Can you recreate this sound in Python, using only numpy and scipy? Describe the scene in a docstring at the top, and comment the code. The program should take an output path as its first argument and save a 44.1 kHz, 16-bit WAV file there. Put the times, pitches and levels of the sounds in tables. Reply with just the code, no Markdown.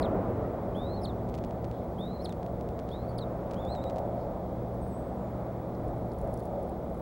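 """Eaglets beg close by in a treetop nest: thin rising whistles, cracks and falling squeaks.
Each note is a gliding, fluttering near-sine whose overtones pass through a beak resonance.
The parent stirs the straw (resonated snaps and grains); a small bird lisps far off (echoed glides).
Behind: a distant road (swelling noise bands, tyre tones, an engine tone), air noise, a low hum of
wandering sines, a thin camera-line whine, and bursts of sharp dry ticks (tiny pulses)."""
import sys
import numpy as np
from scipy import signal
from scipy.fft import rfft, irfft
from scipy.io import wavfile
from scipy.ndimage import uniform_filter1d, map_coordinates

SR = 44100
rng = np.random.default_rng(int(sys.argv[2]) if len(sys.argv) > 2 else 0)


def log_audio(samples):
    """Write samples as a 16-bit WAV file to the path given in sys.argv[1]."""
    # one column per channel
    frames = np.atleast_2d(samples).T
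    # limit to full scale, then quantise
    limited = np.clip(frames, -1, 1)
    pcm = np.round(limited * 32767).astype(np.int16)
    wavfile.write(sys.argv[1], SR, pcm)


N = 309378
TIME = np.arange(N) / SR  # [s]

# air noise spectrum: (frequency [Hz], relative density [dB])
AIR_SPECTRUM = [(1500, -8.5), (2100, 6), (2700, -7), (3400, 2), (4300, -3), (6000, -7), (8000, -9),
                (10500, -9), (13000, -12.5), (15500, -7.5)]
AIR_DB = -68

# hum of mains and far machinery, two tones near 120 Hz beat: (frequency [Hz], rms level [dB], waver [Hz])
HUM_TONES = [(60.96, -48, 0.2), (72.8, -49, 1.14), (118.3, -44.5, 0.86), (120.24, -52.5, 0.24),
             (160.8, -49.5, 1.88), (176.3, -49.5, 2.56), (191.5, -48.5, 1.794), (237.6, -48.5, 1.566),
             (339.2, -53.5, 1.94), (477, -58.5, 3.13)]

WHINE_HZ, WHINE_BEAT_HZ, WHINE_DB = 15734, 13, -69.5

# loudest dry ticks: (time [s], relative level [dB])
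TICK_EVENTS = [(1.2905, -43.5), (1.342, -38.5), (1.349, -38), (1.3785, -44), (1.388, -42.5),
               (1.4398, -40.5), (1.5095, -43), (1.6446, -41.5), (1.714, -42.5), (2.2585, -44),
               (2.2942, -39.5), (2.325, -39.5), (2.431, -43.5), (2.464, -43.5), (2.611, -42), (2.6897, -43),
               (2.7917, -40), (2.8903, -42), (3.511, -40.5), (3.5363, -40.5), (3.6518, -42.5),
               (3.7518, -42), (3.8406, -39.5), (3.8985, -39.5), (3.9077, -45), (3.961, -42),
               (3.9843, -38.5)]
# weaker ticks that may trail each one: chance of each, longest delay, drop
TRAIL_CHANCE, TRAIL_S, TRAIL_DB = .27, .009, -3

# road roar spectrum: (frequency [Hz], relative density [dB])
ROAR_SPECTRUM = [(12, -32), (22, 3), (45, 10.5), (95, 10.5), (145, 9), (220, -6.5), (290, -4.5), (420, -5),
                 (560, -3), (700, -4), (1050, -18.5), (1250, -21.5), (1640, -32), (2800, -39.5)]
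# registers of the road, rows engine rumble, body of the roar, tyre sing, tyre hiss:
# (steady level [dB], lift from the departing vehicle [dB])
ROAD_REGISTERS = [(-44, 6.5), (-41.5, 10), (-41.5, 8), (-55, 12.5)]
DEPART_S = 0.67  # 1/e time of the departing vehicle's lift
# passing traffic: (time [s], 1/e half length [s], engine lift [dB], tyre sing lift [dB], tyre hiss lift [dB])
TRAFFIC_SWELLS = [(3.38, 0.52, 0.5, 1.2, 3), (4.004, 0.45, .3, 5, 2.1), (5.35, 0.4, -1.5, 0.8, 3),
                  (5.92, 0.12, 6.5, 2, 1.5), (6.27, 0.053, 8.5, 6.5, 3), (6.56, 0.15, 0.5, 4.5, 1)]
BODY_OF_ENGINES, BODY_OF_TYRES = 0.34, 0.076  # shares of their swells that lift the body of the roar
# tones of tyres on the road surface: (frequency [Hz], level against the tyre sing [dB])
TYRE_SING_TONES = [(556, -10), (598, -18), (640, -13.5), (722, -20)]
# engine of a vehicle moving away: (time [s], firing rate [Hz], rms level [dB])
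ENGINE_DRONE = [(0, 94, -44), (.6, 99, -44.5), (1.05, 102, -41.5), (1.4, 102, -47.5), (2, 100, -63)]

# far-off note: (start [s], length [s], start fundamental [Hz], end fundamental [Hz], relative level [dB])
FAR_CALL = (.428, .04, 628, 642, -50)
# far songbird: (start [s], length [s], start pitch [Hz], end pitch [Hz], relative level [dB])
SONGBIRD_LISPS = [(4.722, .045, 10100, 10400, -74), (4.812, 0.026, 8600, 8200, -61),
                  (4.872, 0.018, 9500, 9700, -67), (4.908, 0.1, 7840, 8330, -65),
                  (5.044, .09, 8250, 8250, -77), (5.147, .15, 7500, 6900, -78)]

# rustles in the bedding; the five very short rows after 5.7 s are quieter straw snaps: (time [s], 1/e half
# length [s], centre [Hz], level at the middle [dB])
BEDDING_RUSTLES = [(1.762, 0.047, 3600, -70), (2.915, 0.039, 3800, -67), (4.22, 0.038, 4500, -73),
                   (5.752, 0.004, 4600, -64), (6.119, 0.0028, 4400, -63), (6.343, .004, 4400, -65),
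                   (6.376, .003, 5500, -65), (6.403, .008, 4200, -68)]
# loudest straws snapping under the parent: (time [s], relative level [dB])
STRAW_SNAPS = [(5.881, -49), (6.1185, -54), (6.187, -46), (6.2138, -47), (6.2741, -50), (6.34, -39.5),
               (6.3739, -46), (6.6293, -48), (6.6947, -48), (6.9451, -51)]
# crinkling as the parent shifts: (time [s], relative level [dB])
STRAW_STIR = [(0, -100), (5.6, -100), (6.1, -73), (6.22, -73.5), (6.45, -67), (6.55, -84), (6.66, -72),
              (6.8, -92), (7.02, -67)]
# resonances of the dry stalks: (frequency [Hz], width [Hz], gain [dB])
STRAW_MODES = [(4500, 800, -8), (6960, 2500, -8), (10000, 860, 2), (13200, 2500, -14)]

# throat and beak passing the overtones: (frequency [Hz], relative gain [dB])
BEAK_RESPONSE = [(6000, -23), (7000, -24), (7600, -20), (8400, -21), (9500, -4), (10200, -2), (10900, -8),
                 (11700, -11), (12500, -22)]
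# rising whistles that open a call: (start [s], climb [s], sag [s], base pitch [Hz], crest pitch [Hz],
# relative level [dB], fade by the crest [dB])
RISING_WHISTLES = [(.748, 0.21, 0.044, 3440, 4340, -53.5, 7), (1.983, 0.17, .03, 3560, 4220, -50.5, 14),
                   (2.914, 0.14, .03, 3670, 4340, -51, 26)]
SCOOP_HZ, SCOOP_S, SCOOP_DB = 468, .013, 6  # slides in from below, still weak
CLIMB_CURVE, FADE_CURVE, SAG_HZ_PER_S = 1.4, .8, 10000
# cracks, the voice arches over and collapses:
# (time of the top [s], lift [s], fall [s], top pitch [Hz], relative level [dB])
VOICE_CRACKS = [(0.015, .001, .018, 5050, -43.5), (1.024, 0.011, 0.038, 5370, -47),
                (2.235, 0.023, .028, 5460, -45.5), (3.178, .001, .0135, 5240, -42)]
LIFT_FROM_HZ, COLLAPSE_TO_HZ, FALL_CURVE = 4250, 3170, 2.16
PINCHED_DB, LOUDEST_AT, CRACK_END_DB = -23, 0.79, -4  # thin at the top, loudest at this share of the fall
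COLLAPSE_HZ_PER_S = 90000  # a fall this fast rasps fully
# squeaks around the cracks: (start [s], length [s], start pitch [Hz], end pitch [Hz], relative level [dB])
SHORT_SQUEAKS = [(0.034, 0.033, 4300, 3020, -51.5), (1.061, 0.058, 4500, 3270, -56),
                 (2.19, 0.035, 3920, 4400, -59.5), (2.264, 0.064, 4530, 3250, -61),
                 (3.205, 0.035, 4320, 3620, -51.5)]
# one quavering call: (time [s], pitch [Hz], relative level [dB])
QUAVERING_CALL = [(3.56, 2960, -66), (3.572, 3250, -60), (3.614, 3628, -63), (3.626, 3465, -64),
                  (3.668, 3502, -60), (3.724, 4130, -54), (3.746, 4073, -59), (3.784, 3735, -59.5),
                  (3.814, 3720, -66), (3.836, 4030, -64), (3.858, 3810, -61), (3.886, 3950, -59),
                  (3.895, 3840, -69.5)]
# second side of the syrinx on its own pitch:
# (start [s], length [s], start pitch [Hz], end pitch [Hz], relative level [dB])
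SECOND_SIDE_NOTES = [(0.93, .055, 3820, 3830, -70), (1.028, .012, 5000, 3700, -66),
                     (3.072, 0.052, 4520, 4500, -65.5), (3.185, 0.0167, 4750, 4350, -60),
                     (3.706, 0.045, 4170, 4350, -59)]


def from_db(db):
    """Decibels to gain."""
    return 10 ** (np.asarray(db) / 20)


def rms_one(x):
    """Scale to unit rms."""
    return x / np.sqrt(np.mean(x ** 2) + 1e-20)


def in_time(rows):
    """Each column of a curve at every sample."""
    s, *columns = np.transpose(rows)
    return [np.interp(TIME, s, column) for column in columns]


def at_hz(points, hz):
    """Read a spectrum on a log-frequency axis."""
    known_hz, db = np.transpose(points)
    return np.interp(np.log(hz + 1e-9), np.log(known_hz), db)


def drift(rate_hz, size=N):
    """Smooth random curve of spread about 1 through `rate_hz` random points a second."""
    place = np.arange(size) / SR * rate_hz
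    points = rng.standard_normal(int(place[-1]) + 4)
    return map_coordinates(points, [place + 1], order=2, mode="nearest")


def coloured(spectrum):
    """Noise with a given spectrum; rms 1."""
    hz = np.fft.rfftfreq(N, 1 / SR)
    white = rfft(rng.standard_normal(N))
    return rms_one(irfft(white * from_db(at_hz(spectrum, hz)), N))


def butter(x, hz, kind, order=2):
    """Causal Butterworth filter."""
    sos = signal.butter(order, np.clip(hz, 10, .45 * SR), kind, fs=SR, output="sos")
    return signal.sosfilt(sos, x + 1e-18)


def resonate(x, hz, width_hz):
    """Two-pole resonance with gain about 1 on top."""
    r = np.exp(-np.pi * width_hz / SR)
    zeros = np.array([1, 0, -1]) * (1 - r * r) / 2
    poles = [1, -2 * r * np.cos(2 * np.pi * hz / SR), r * r]
    return signal.lfilter(zeros, poles, x + 1e-18)


def scatter(x, t60_s):
    """Diffuse echoes from sticks and trunks: decaying noise as impulse response."""
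    t = TIME[:SR]
    echoes = rng.standard_normal(SR) * from_db(-60 * t / t60_s)
    return signal.fftconvolve(x, echoes / np.linalg.norm(echoes))[:N]


def glide(start_s, length_s, start_hz, end_hz, db, ends_db=-10):
    """Straight pitch slide that swells and fades: rows of (s, Hz, dB)."""
    u = np.linspace(0, 1, 33)
    level_db = db + ends_db * (2 * u - 1) ** 2
    return np.transpose([start_s + length_s * u, start_hz + (end_hz - start_hz) * u, level_db])


def whistle(note, rough, edge_s=0.0016, jitter=0.036, shimmer_db=6, flutter_hz=330):
    """Syrinx note fluttering in pitch and strength: its samples, pitch, phase and envelope."""
    s, hz, db = np.transpose(note)
    s = np.sort(s)
    at = np.flatnonzero((TIME > s[0] - edge_s) & (TIME < s[-1] + edge_s))
    t = TIME[at]
    level_db = np.interp(t, s, db)
    # a weakly blown tone is less steady
    rough = rough * np.clip(0.5 + (level_db.max() - level_db) / 12, 1, 2)
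    # muscle tension moves pitch and level together
    tension = drift(55, len(t))
    pitch_hz = uniform_filter1d(np.interp(t, s, hz), size=64) * (1 + .007 * tension)
    pitch_hz = pitch_hz * (1 + jitter * rough * drift(2 * flutter_hz, len(t)))
    gate = np.clip(np.minimum(t - t[0], t[-1] - t) / (2 * edge_s), 0, 1)
    shimmer = shimmer_db * rough * drift(flutter_hz, len(t))
    envelope = gate * from_db(level_db + tension + shimmer)
    phase = 2 * np.pi * np.cumsum(pitch_hz) / SR
    return at, pitch_hz, phase, np.sqrt(2) * envelope


def air():
    """Steady broadband noise of the open air."""
    return from_db(AIR_DB) * coloured(AIR_SPECTRUM)


def hum(sway_db=1.5, waver_rate_hz=7):
    """Low tones that wander a little in pitch and level."""
    out = np.zeros(N)
    for hz, db, waver_hz in HUM_TONES:
        turns = rng.random() + np.cumsum(hz + waver_hz * drift(waver_rate_hz)) / SR
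        sway = from_db(sway_db * drift(3.036))
        out += from_db(db) * rms_one(sway * np.sin(2 * np.pi * turns))
    return out


def whine(buzz_db=-10, beat_db=-6, field_hz=59.94):
    """The camera's line tone beats with a close neighbour and is chopped once a field."""
    blanking = (TIME * field_hz) % 1 < .06
    chop = 1 - from_db(buzz_db) * rms_one(1. * blanking)
    line = np.sin(2 * np.pi * WHINE_HZ * TIME)
    neighbour = from_db(beat_db) * np.sin(2 * np.pi * (WHINE_HZ + WHINE_BEAT_HZ) * TIME)
    return np.sqrt(2) * from_db(WHINE_DB) * (line * chop + neighbour)


def ticks(width_s=.00007, dull_hz=3500, thin_hz=700, tick_db=8.5):
    """Each tick is a tiny step out and back, with no ring; weaker ones often trail it."""
    out, events = np.zeros(N), list(TICK_EVENTS)
    for (s, db), draws in zip(TICK_EVENTS, rng.random((len(TICK_EVENTS), 2, 2))):
        for chance, delay in draws:
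            if chance < TRAIL_CHANCE:
                events.append((s + TRAIL_S * delay, db + TRAIL_DB))
    for (s, db), spread_octaves in zip(events, rng.uniform(-.5, .5, len(events))):
        start = round(s * SR)
        width = max(2, round(width_s * SR * 2 ** spread_octaves))
        out[start:start + width] -= from_db(db + tick_db)
    pole = np.exp(-2 * np.pi * dull_hz / SR)
    dulled = signal.lfilter([1 - pole], [1, -pole], out)
    return butter(dulled, thin_hz, "high", order=1)


def traffic_levels_db():
    """Level of each register: steady road, one vehicle drawing away, passing swells."""
    departing = np.exp(-TIME / DEPART_S)
    engines, sing, hiss = sum(np.outer(lifts_db, np.exp(-((TIME - s) / half_s) ** 2))
                              for s, half_s, *lifts_db in TRAFFIC_SWELLS)
    body = BODY_OF_ENGINES * engines + BODY_OF_TYRES * sing
    swells_db = engines, body, sing, hiss
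    return [db + lift_db * departing + swell_db
            for (db, lift_db), swell_db in zip(ROAD_REGISTERS, swells_db)]


def road():
    """Far traffic: noise split into registers; engines below and tyres above swell on their own."""
    hz = np.fft.rfftfreq(N, 1 / SR)
    roar = rfft(butter(coloured(ROAR_SPECTRUM), 2240, "low", order=4))
    register = np.digitize(hz, [180, 490, 950])
    out = np.zeros(N)
    for k, db in enumerate(traffic_levels_db()):
        out += from_db(db) * rms_one(irfft(roar * (register == k), N))
    return out


def tyre_tones(waver_hz=7, sway_db=3, swell=1.94):
    """Tread patterns sing a few wavering tones that stand out as the traffic swells."""
    sing_db = traffic_levels_db()[2]
    level_db = sing_db.mean() + swell * (sing_db - sing_db.mean())
    out = np.zeros(N)
    for hz, db in TYRE_SING_TONES:
        turns = np.cumsum(hz + waver_hz * drift(12)) / SR
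        out += from_db(level_db + db + sway_db * drift(8)) * np.sin(2 * np.pi * turns)
    return out


def engine(waver_hz=1.77):
    """The firing tone of one vehicle fades into the traffic."""
    hz, db = in_time(ENGINE_DRONE)
    turns = rng.random() + np.cumsum(hz + waver_hz * drift(7.3)) / SR
    return np.sqrt(2) * from_db(db) * np.sin(2 * np.pi * turns)


def far_note(upper_db=-9):
    """A short far call; only its second and third partials rise above the road."""
    out = np.zeros(N)
    at, _, phase, envelope = whistle(glide(*FAR_CALL), rough=0.18)
    out[at] = envelope * (np.sin(2 * phase) + from_db(upper_db) * np.sin(3 * phase))
    return out


def songbird(direct_db=-3, wood_db=-4):
    """Thin sine lisps, blurred by the wood they cross."""
    out = np.zeros(N)
    for row in SONGBIRD_LISPS:
        at, _, phase, envelope = whistle(glide(*row), rough=.2)
        out[at] += envelope * np.sin(phase)
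    return from_db(direct_db) * out + from_db(wood_db) * scatter(out, t60_s=.6)


def rustles(width_hz=1500):
    """Down and feathers brush softly on the straw, and a few straws snap quietly: brief band noise."""
    friction, out = rng.standard_normal(N), np.zeros(N)
    for s, half_s, hz, db in BEDDING_RUSTLES:
        brushed = rms_one(resonate(resonate(friction, hz, width_hz), hz, width_hz))
        out += from_db(db) * np.exp(-((TIME - s) / half_s) ** 2) * brushed
    return out


def straw(snap_s=0.0028, snap_db=-1, grains_per_s=330, size_db=5.5):
    """Snaps and fine crinkles ring briefly in the dry stalks."""
    sizes = from_db(size_db * np.minimum(rng.exponential(1, N), 4)) * rng.choice([-1, 1], N)
    grains = rms_one(sizes * (rng.random(N) < grains_per_s / SR))
    force = 2 * from_db(in_time(STRAW_STIR)[0]) * grains
    t = TIME[:1024]
    for s, db in STRAW_SNAPS:
        start = round(s * SR)
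        fibres = rng.standard_normal(len(t))
        force[start:start + len(t)] += from_db(db + snap_db) * fibres * np.exp(-t / snap_s)
    out = np.zeros(N)
    for k, (hz, width_hz, db) in enumerate(STRAW_MODES):
        out += (-1) ** k * from_db(db) * resonate(force, hz, width_hz)
    return out


def rise(start_s, climb_s, sag_s, base_hz, crest_hz, db, fade_db, falter_db=-0.5):
    """Scoops up, climbs ever faster while it weakens and falters, then sags: rows of (s, Hz, dB)."""
    t = np.linspace(0, climb_s + sag_s, 99)
    scoop = np.exp(-t / SCOOP_S)
    climb_hz = (crest_hz - base_hz) * np.minimum(t / climb_s, 1) ** CLIMB_CURVE
    hz = base_hz - SCOOP_HZ * scoop + climb_hz - SAG_HZ_PER_S * np.maximum(t - climb_s, 0)
    tired = (t / climb_s) ** FADE_CURVE
    falter = falter_db * rms_one(uniform_filter1d(rng.standard_normal(len(t)), size=7))
    return np.transpose([start_s + t, hz, db - SCOOP_DB * scoop - tired * (fade_db + falter)])


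def crack(top_s, lift_s, fall_s, top_hz, db):
    """Lifts to a pinched top and gets loud as the pitch gives way: rows of (s, Hz, dB)."""
    t = np.linspace(-lift_s, fall_s, 99)
    lift, fall = np.maximum(-t / lift_s, 0), np.maximum(t / fall_s, 0)
    hz = top_hz - (top_hz - LIFT_FROM_HZ) * lift ** 2 - (top_hz - COLLAPSE_TO_HZ) * fall ** FALL_CURVE
    shape_db = np.interp(fall, [0, LOUDEST_AT, 1], [PINCHED_DB, 0, CRACK_END_DB])
    return np.transpose([top_s + t, hz, db + shape_db])


def voice(note, second_db, third_db, rough, rasp_db=-21):
    """A near-sine note; an overtone flares whenever it sweeps through the beak's resonance."""
    out = np.zeros(N)
    at, pitch_hz, phase, envelope = whistle(note, rough)
    overtones = sum(from_db(at_hz(BEAK_RESPONSE, k * pitch_hz) + db) * np.sin(k * phase)
                    for k, db in enumerate([second_db, third_db], 2))
    # rasp where the pitch collapses
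    fall_hz_per_s = -np.gradient(uniform_filter1d(pitch_hz, size=220)) * SR
    collapse = np.clip(fall_hz_per_s / COLLAPSE_HZ_PER_S, 0, 1) ** 2
    rasp = from_db(rasp_db) * collapse * butter(rng.standard_normal(len(at)), 4000, "high")
    out[at] = envelope * (np.sin(phase) + overtones + rasp)
    return out


def second_side(side_db=-1.5):
    """Where the two sides of the syrinx part, the second sings its own pitch."""
    out = np.zeros(N)
    for row in SECOND_SIDE_NOTES:
        at, pitch_hz, phase, envelope = whistle(glide(*row), rough=0.39)
        overtone = from_db(at_hz(BEAK_RESPONSE, 2 * pitch_hz)) * np.sin(2 * phase)
        out[at] += from_db(side_db) * envelope * (np.sin(phase) + overtone)
    return out


def eaglets(near_db=1.0, rim_s=0.0019, rim_db=-13, sticks_db=-15):
    """Begging calls of whistles, cracks and squeaks, with reflections from the nest."""
    out = second_side()
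    out += sum(voice(rise(*row), second_db=-12, third_db=-18, rough=.33) for row in RISING_WHISTLES)
    out += sum(voice(crack(*row), second_db=-1, third_db=-19, rough=.32) for row in VOICE_CRACKS)
    out += sum(voice(glide(*row), second_db=-7, third_db=-20, rough=.33) for row in SHORT_SQUEAKS)
    out += voice(QUAVERING_CALL, second_db=2.5, third_db=-20, rough=.33)
    # the nest rim's reflection makes each glide ripple in level
    rim = from_db(rim_db) * np.interp(TIME - rim_s, TIME, out)
    sticks = from_db(sticks_db) * scatter(out, t60_s=.11)
    return from_db(near_db) * (out + rim + sticks)


def scene():
    """The nest in front, road and air behind."""
    traffic = road() + tyre_tones() + engine()
    woods = songbird() + far_note() + air()
    nest = eaglets() + straw() + rustles()
    return (nest + traffic + woods + hum() + whine() + ticks())[None]


def record(dry, cutoff_hz=15830):
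    """The top is cut steeply by an elliptic low-pass."""
    return signal.sosfilt(signal.ellip(12, .1, 90, cutoff_hz, fs=SR, output="sos"), dry)


dry = scene()
out = record(dry)
log_audio(out)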